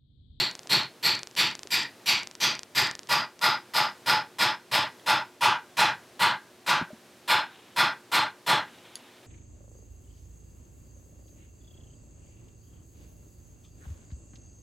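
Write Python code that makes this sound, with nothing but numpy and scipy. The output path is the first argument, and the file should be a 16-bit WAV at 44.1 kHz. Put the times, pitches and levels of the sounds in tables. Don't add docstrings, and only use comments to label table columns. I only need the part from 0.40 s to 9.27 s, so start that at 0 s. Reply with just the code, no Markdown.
import sys
import numpy as np
from scipy import signal
from scipy.fft import rfft, irfft, next_fast_len
from scipy.io import wavfile
from scipy.ndimage import uniform_filter1d, map_coordinates

SR = 44100
rng = np.random.default_rng(int(sys.argv[2]) if len(sys.argv) > 2 else 0)


def output_pcm(signal):
    pcm = np.clip(np.atleast_2d(signal).T, -1, 1) * 32767
    wavfile.write(sys.argv[1], SR, np.round(pcm).astype(np.int16))


N = 390971
SPAN = 2 * SR // 5
EVENT_T, EVENT_F = np.arange(SPAN) / SR, np.fft.rfftfreq(SPAN, 1 / SR)


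def amp(db):
    return 10 ** (np.asarray(db) / 20)

def unit(x):
    return x / np.sqrt(np.mean(x ** 2) + 1e-20)

def along(points, hz):
    f, values = np.transpose(points)
    return np.interp(np.log(hz + 1), np.log(f + 1), values)

def filtered(x, response):
    size = next_fast_len(x.shape[-1] + 8192)
    return irfft(rfft(x, size) * response(np.fft.rfftfreq(size, 1 / SR)), size)[..., :x.shape[-1]]

def noise(spectrum, grain=1):
    return unit(filtered(grain * rng.standard_normal(N), lambda hz: amp(along(spectrum, hz))))

def ripple(count, db, smooth):
    return amp(db * unit(uniform_filter1d(rng.standard_normal(count), size=smooth)))

def peak(hz, width_hz):
    return 1 / (1 + (2 * (EVENT_F - hz) / width_hz) ** 2)

def seated(firm, loose, tight):
    return loose + firm * (tight - loose)

def add(track, start_s, sound):
    start = round(start_s * SR)
    sound = sound[max(-start, 0):len(track) - start]
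    track[max(start, 0):][:len(sound)] += sound

def workshop():
    # f/Hz, t60/s
    decay = [(100, 0.85), (400, 0.29), (900, 0.56), (1500, 0.51), (2500, 0.45), (4000, 0.35), (6000, 0.31),
             (8000, 0.21), (14000, 0.16)]
    hz, t, bands = signal.stft(rng.standard_normal(SPAN), SR, nperseg=256)
    return signal.istft(bands * amp(-60 * t / along(decay, hz)[:, None]), SR, nperseg=256)[1][:SPAN]

def vise_body(firm):
    # f/Hz, level/dB
    blow = [(60, -45), (90, -12), (120, 4.5), (200, 0.5), (500, 0), (800, -13), (2500, 1.5), (4800, 0),
            (5800, 7.5), (8000, 6), (11000, 5), (16000, -5)]
    # f/Hz, width/Hz, level/dB
    modes = [(122, 3.3, -8.5), (315, 22, 8.5), (604.5, 26, 3), (861.4, 26, 10), (951, 19.4, 8),
             (969, 88, -0.5), (1180, 82, 4.5), (1405, 56, 5.5), (1770, 73, -2.5), (1946, 28, 6.5),
             (2418, 77, 6), (2830, 21, -18), (3440, 124, 5.5)]
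    vise = amp(seated(firm, -2.5, 0)) ** 2 * sum(amp(db) ** 2 * peak(hz, width) for hz, width, db in modes)
    clank = seated(firm, 0.79, 0) * amp(3.5) ** 2 * peak(944 * rng.normal(1, 0.089), width_hz=296)
    body = np.sqrt(amp(along(blow, EVENT_F)) ** 2 + vise + clank)
    return body * ripple(len(body), db=1.6, smooth=120)

def tap_colour(firm, crack_db, thud_db, punch_db):
    # f/Hz, loose level/dB, firm level/dB
    seat = [(376, -8.5, -9.5), (605, -8, 2), (770, -5.5, 6), (1090, -6.5, 7.5), (1110, -8.5, 4.5),
            (1430, -4, 5), (1640, 1.3, 1.5), (2120, -.4, 2.5), (2400, 0.9, -0.8), (3500, 1.2, 0.8),
            (3960, 3, 1.7), (4840, -5, -2.1), (5740, -13, -16), (6500, -19.5, -16.5), (9450, -14, -14)]
    seating = along([(hz, seated(firm, loose, tight)) for hz, loose, tight in seat], EVENT_F)
    crack = crack_db * peak(6060, width_hz=1360)
    bench = thud_db / (1 + (EVENT_F / 605) ** 6)
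    shank = 0.083 * punch_db * peak(4640, width_hz=470)
    return amp(seating + crack + bench + shank)

def steel_rings(room, firm, part_hz, part_db, punch_hz, punch_db, head_db):
    # f/Hz, width/Hz, loose level/dB, firm level/dB, slowing of decay/(dB/s)
    punch_upper = [(12430, 220, -9, -6, 84)]
    head = [(4160, 51, -8, 8.5, 18), (7490, 410, 0.5, -19, 73), (8170, 60, -1, 4.5, 34),
            (11400, 78, 0, -22, 45), (13030, 180, 2.5, -4.5, 40)]
    part = [(part_hz, seated(firm, 180, 187), 0, 0, 70)]
    punch = [(punch_hz, seated(firm, 480, 200), 0, 0, 40), *punch_upper]
    sound = np.zeros(SPAN)
    for modes, db in ((part, part_db), (punch, punch_db), (head, head_db)):
        for hz, width, loose, tight, linger in modes:
            linger_db = linger * (np.minimum(EVENT_T, .25) - .09)
            ring = irfft(room * peak(hz, width), SPAN)
            sound += amp(db + seated(firm, loose, tight) + linger_db) * ring
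    return sound

def bench_jolt(thud_db, delay_s=0.078, width_s=0.0086):
    # f/Hz, level/dB relative to the thud
    tones = [(135, -23), (350, -22.5)]
    knock = sum(amp(db) * np.sin(2 * np.pi * (hz * rng.normal(1, .05) * EVENT_T + rng.random()))
                for hz, db in tones)
    return knock * amp(thud_db + rng.normal(0, 1.3)) * np.exp(-((EVENT_T - delay_s) / width_s) ** 2)

def hammer_taps():
    # t/s, level/dB, firmness of the part/0-1, punch f/Hz, punch ring/dB, head ring/dB,
    # crack/dB, bench thud/dB, part f/Hz, part ring/dB
    blows = [(-0.052, -16, 0, 4330, 13.5, 4.5, -4, 4.5, 2270, -19),
             (0.2937, -14.5, 0.22, 4290, 12, 2, 1, 3, 2330, -24),
             (0.6273, -16, 0.27, 4440, 14.5, 7.5, 2, -0.7, 2320, -8),
             (0.9636, -14, 0.07, 4570, 8, .3, 1.5, -0.3, 2280, -25),
             (1.3046, -15.5, 0, 4790, 10, 3, .3, -3.5, 1900, 2.5),
             (1.6588, -14, .01, 4600, 7.5, 0, 7.5, -4.5, 2280, 1),
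             (2.0018, -16.5, 0.56, 4740, 10, 4, 14, 0.2, 2470, -4),
             (2.349, -15, 0.46, 4830, 10, 9.5, 5, 2.2, 1780, 2.5),
             (2.6891, -15, 0.79, 4900, 12, 0, 3, -1.2, 1570, -7),
             (3.013, -15, 0.92, 4980, 13, -1, 1.5, -1, 1550, -3),
             (3.3366, -15.5, 0.93, 5020, 13, 1, 2, -0.3, 1580, -1.2),
             (3.66, -15, 0.91, 5070, 10.5, 2, 1, 2, 1530, -8),
             (3.985, -15, 1, 5120, 10, 4, 2.2, 0.5, 1620, 2),
             (4.3137, -14, 0.88, 5050, 6.5, 1, -1, .3, 1600, -5),
             (4.6616, -14.5, 1, 5130, 3.5, -1, 1, .3, 1530, -2),
             (5.0085, -14, 1, 5270, -12, -9, 3, 0, 1570, 6),
             (5.3691, -12.5, 0.86, 5100, -8, -2, 2.5, 0.8, 1600, 4.5),
             (5.7934, -14, .99, 5130, -16, 2, -2.2, 0.2, 1620, 6.5),
             (6.2631, -14.5, 1, 5240, -19, -2, 2, -1.5, 1570, 7.5),
             (6.8772, -13.5, 0.99, 5150, 1, 3.5, -4, -2.5, 1560, 4),
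             (7.3612, -13.5, 1, 5140, 0, -2, -3, -1.5, 1556, 3),
             (7.7162, -13.5, 0.98, 5160, -6, 5.5, -1.5, -0.7, 1570, 2.5),
             (8.0635, -14, 0.95, 5240, -9, 3.5, 0.5, 3.5, 1630, 6)]
    # t/s after the blow, level/dB
    swell_curve = [(0, -23.5), (.004, -18), (.015, -9.5), (.035, 0), (.06, 2), (.12, 4), (.16, 0),
                   (.2, -10), (.26, -19), (.45, -21)]
    swell = amp(np.interp(EVENT_T, *np.transpose(swell_curve)))
    swell *= np.clip((.37 - EVENT_T) / .07, 0, 1)
    track, walls = np.zeros(N), workshop()
    for start, db, firm, punch_hz, punch_db, head_db, crack_db, thud_db, part_hz, part_db in blows:
        room = rfft(walls + 0.73 * workshop())
        wash = irfft(room * vise_body(firm) * tap_colour(firm, crack_db, thud_db, punch_db), SPAN)
        rings = steel_rings(room, firm, part_hz, part_db, punch_hz, punch_db, head_db)
        add(track, start, amp(db) * (swell * (wash + rings) + bench_jolt(thud_db)))
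    return track

def room_tone(air_db=-55):
    # f/Hz, relative level/dB
    air = [(25, -36), (45, -26), (62, -17), (90, -5), (120, -4), (250, 2.5), (500, 0), (1000, -5.5),
           (2500, -9.5), (4000, -11), (8000, -16.5), (13000, -21), (16000, -28)]
    # f/Hz, level/dB
    ballasts = [(120, -73), (240, -72.5), (360, -62), (598, -75)]
    t = np.arange(N) / SR
    drift = lambda rate_hz: map_coordinates(rng.standard_normal(int(N * rate_hz / SR) + 4), [t * rate_hz])
    hum = sum(amp(db + 2 * drift(17)) * np.sin(2 * np.pi * hz * t + 1.2 * drift(3.5))
              for hz, db in ballasts)
    return amp(air_db + drift(2.4)) * noise(air) + hum

def side_hiss(db=-68):
    # f/Hz, relative level/dB
    spectrum = [(40, -20), (250, -5), (1000, -12.5), (4000, -10.5), (16000, -14)]
    return amp(db) * noise(spectrum)

def electrical_ticks(gap_s=.04, tick_hz=5000):
    # t/s of the first, level/dB of each in turn
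    runs = [(0.1129, [-22, -20, -22, -32, -24]), (0.3928, [-37, -27]),
            (0.7525, [-18, -22, -17, -22, -32, -27]), (1.0729, [-20, -26, -18, -22, -20, -24]),
            (1.393, [-18, -21]), (1.793, [-23, -21.5, -19, -26, -23.5]), (2.113, [-25, -21, -17, -20.5]),
            (2.4328, [-30, -19, -16.5, -19, -19.5, -30, -31]), (2.9928, [-29])]
    lead = 40
    track, t = np.zeros(N), (np.arange(5 * lead) - lead) / SR
    spike = np.cos(2 * np.pi * tick_hz * t + 0.68) * np.exp(-(t / .00009) ** 2)
    overshoot = .3 * (t > 0) * np.sin(2 * np.pi * tick_hz * t) * amp(-60 * np.abs(t) / .002)
    push = 0.25 * np.exp(-(t / .0001) ** 2)
    for first, levels in runs:
        for k, db in enumerate(levels):
            add(track, first + k * gap_s - lead / SR, amp(db) * (spike - overshoot + push))
    return track

def hand_bumps():
    # t/s, level/dB, f/Hz, t60/s
    bumps = [(.258, -28, 690, 0.0068), (1.254, -30, 400, 0.016), (3.0085, -31, 1200, 0.0071),
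             (6.413, -22.5, 260, 0.032), (6.424, -24, 173, 0.037), (6.504, -37, 610, 0.081),
             (6.531, -33, 223, 0.058)]
    track, t = np.zeros(N), EVENT_T
    attack = 1 - np.exp(-t / 0.00088)
    for start, db, hz, t60 in bumps:
        add(track, start, amp(db - 60 * t / t60) * np.sin(2 * np.pi * hz * t) * attack)
    return track

def tip_clinks():
    # t/s, level/dB, gain above 4 kHz/dB
    touches = [(4.597, -29, -33), (8.452, -48, -25), (8.5554, -26, -7.5), (8.5909, -43, -22)]
    # f/Hz, level/dB, t60/s
    modes = [(2000, -14, 0.0046), (3340, -2.5, 0.0052), (4600, 6, 0.0082), (6600, 7, 0.0054),
             (10100, 10.5, 0.0058), (10400, -2, 0.0055), (11200, -7, .006)]
    track, t = np.zeros(N), EVENT_T
    for start, db, treble_db in touches:
        ring = np.zeros(SPAN)
        for hz, mode_db, t60 in modes:
            struck_db = mode_db + treble_db * (hz > 4000) + rng.normal(0, 3)
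            ring += amp(struck_db - 60 * t / t60) * np.sin(2 * np.pi * hz * t)
        ring *= 1 - np.exp(-t / 0.00035)
        echo = signal.fftconvolve(ring[:1000], workshop() * amp(-60 * t / 0.11))[:SPAN]
        add(track, start, amp(db) * (ring + amp(-30) * echo))
    return track

def finger_rustle(edge_s=0.011, fade_db=8):
    # t/s, length/s, level/dB
    strokes = [(7.05, .3, -54), (8.27, 0.2, -54), (8.442, 0.12, -52.5), (8.558, 0.32, -57)]
    # f/Hz, relative level/dB
    skin = [(300, -36), (700, 5), (1500, 1), (2500, 4), (3800, 3.5), (5500, -34), (9000, -35)]
    envelope, t = np.zeros(N), np.arange(N) / SR
    for start, length, db in strokes:
        gate = np.clip(np.minimum(t - start, start + length - t) / edge_s, 0, 1)
        envelope += amp(db - fade_db * np.abs(t - start) / length) * gate
    return envelope * noise(skin, grain=ripple(N, db=2.2, smooth=300))

def scene():
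    ticks = electrical_ticks()
    mid = hammer_taps() + room_tone() + ticks + hand_bumps() + tip_clinks() + finger_rustle()
    side = side_hiss() + 0.049 * ticks
    return np.array([mid + side, mid - side])

def record(dry, low_cut_hz=50, top_hz=16300):
    return filtered(dry, lambda hz: (hz < top_hz) / (1 + (low_cut_hz / (hz + 1)) ** 4))


dry = scene()
out = record(dry)
output_pcm(out)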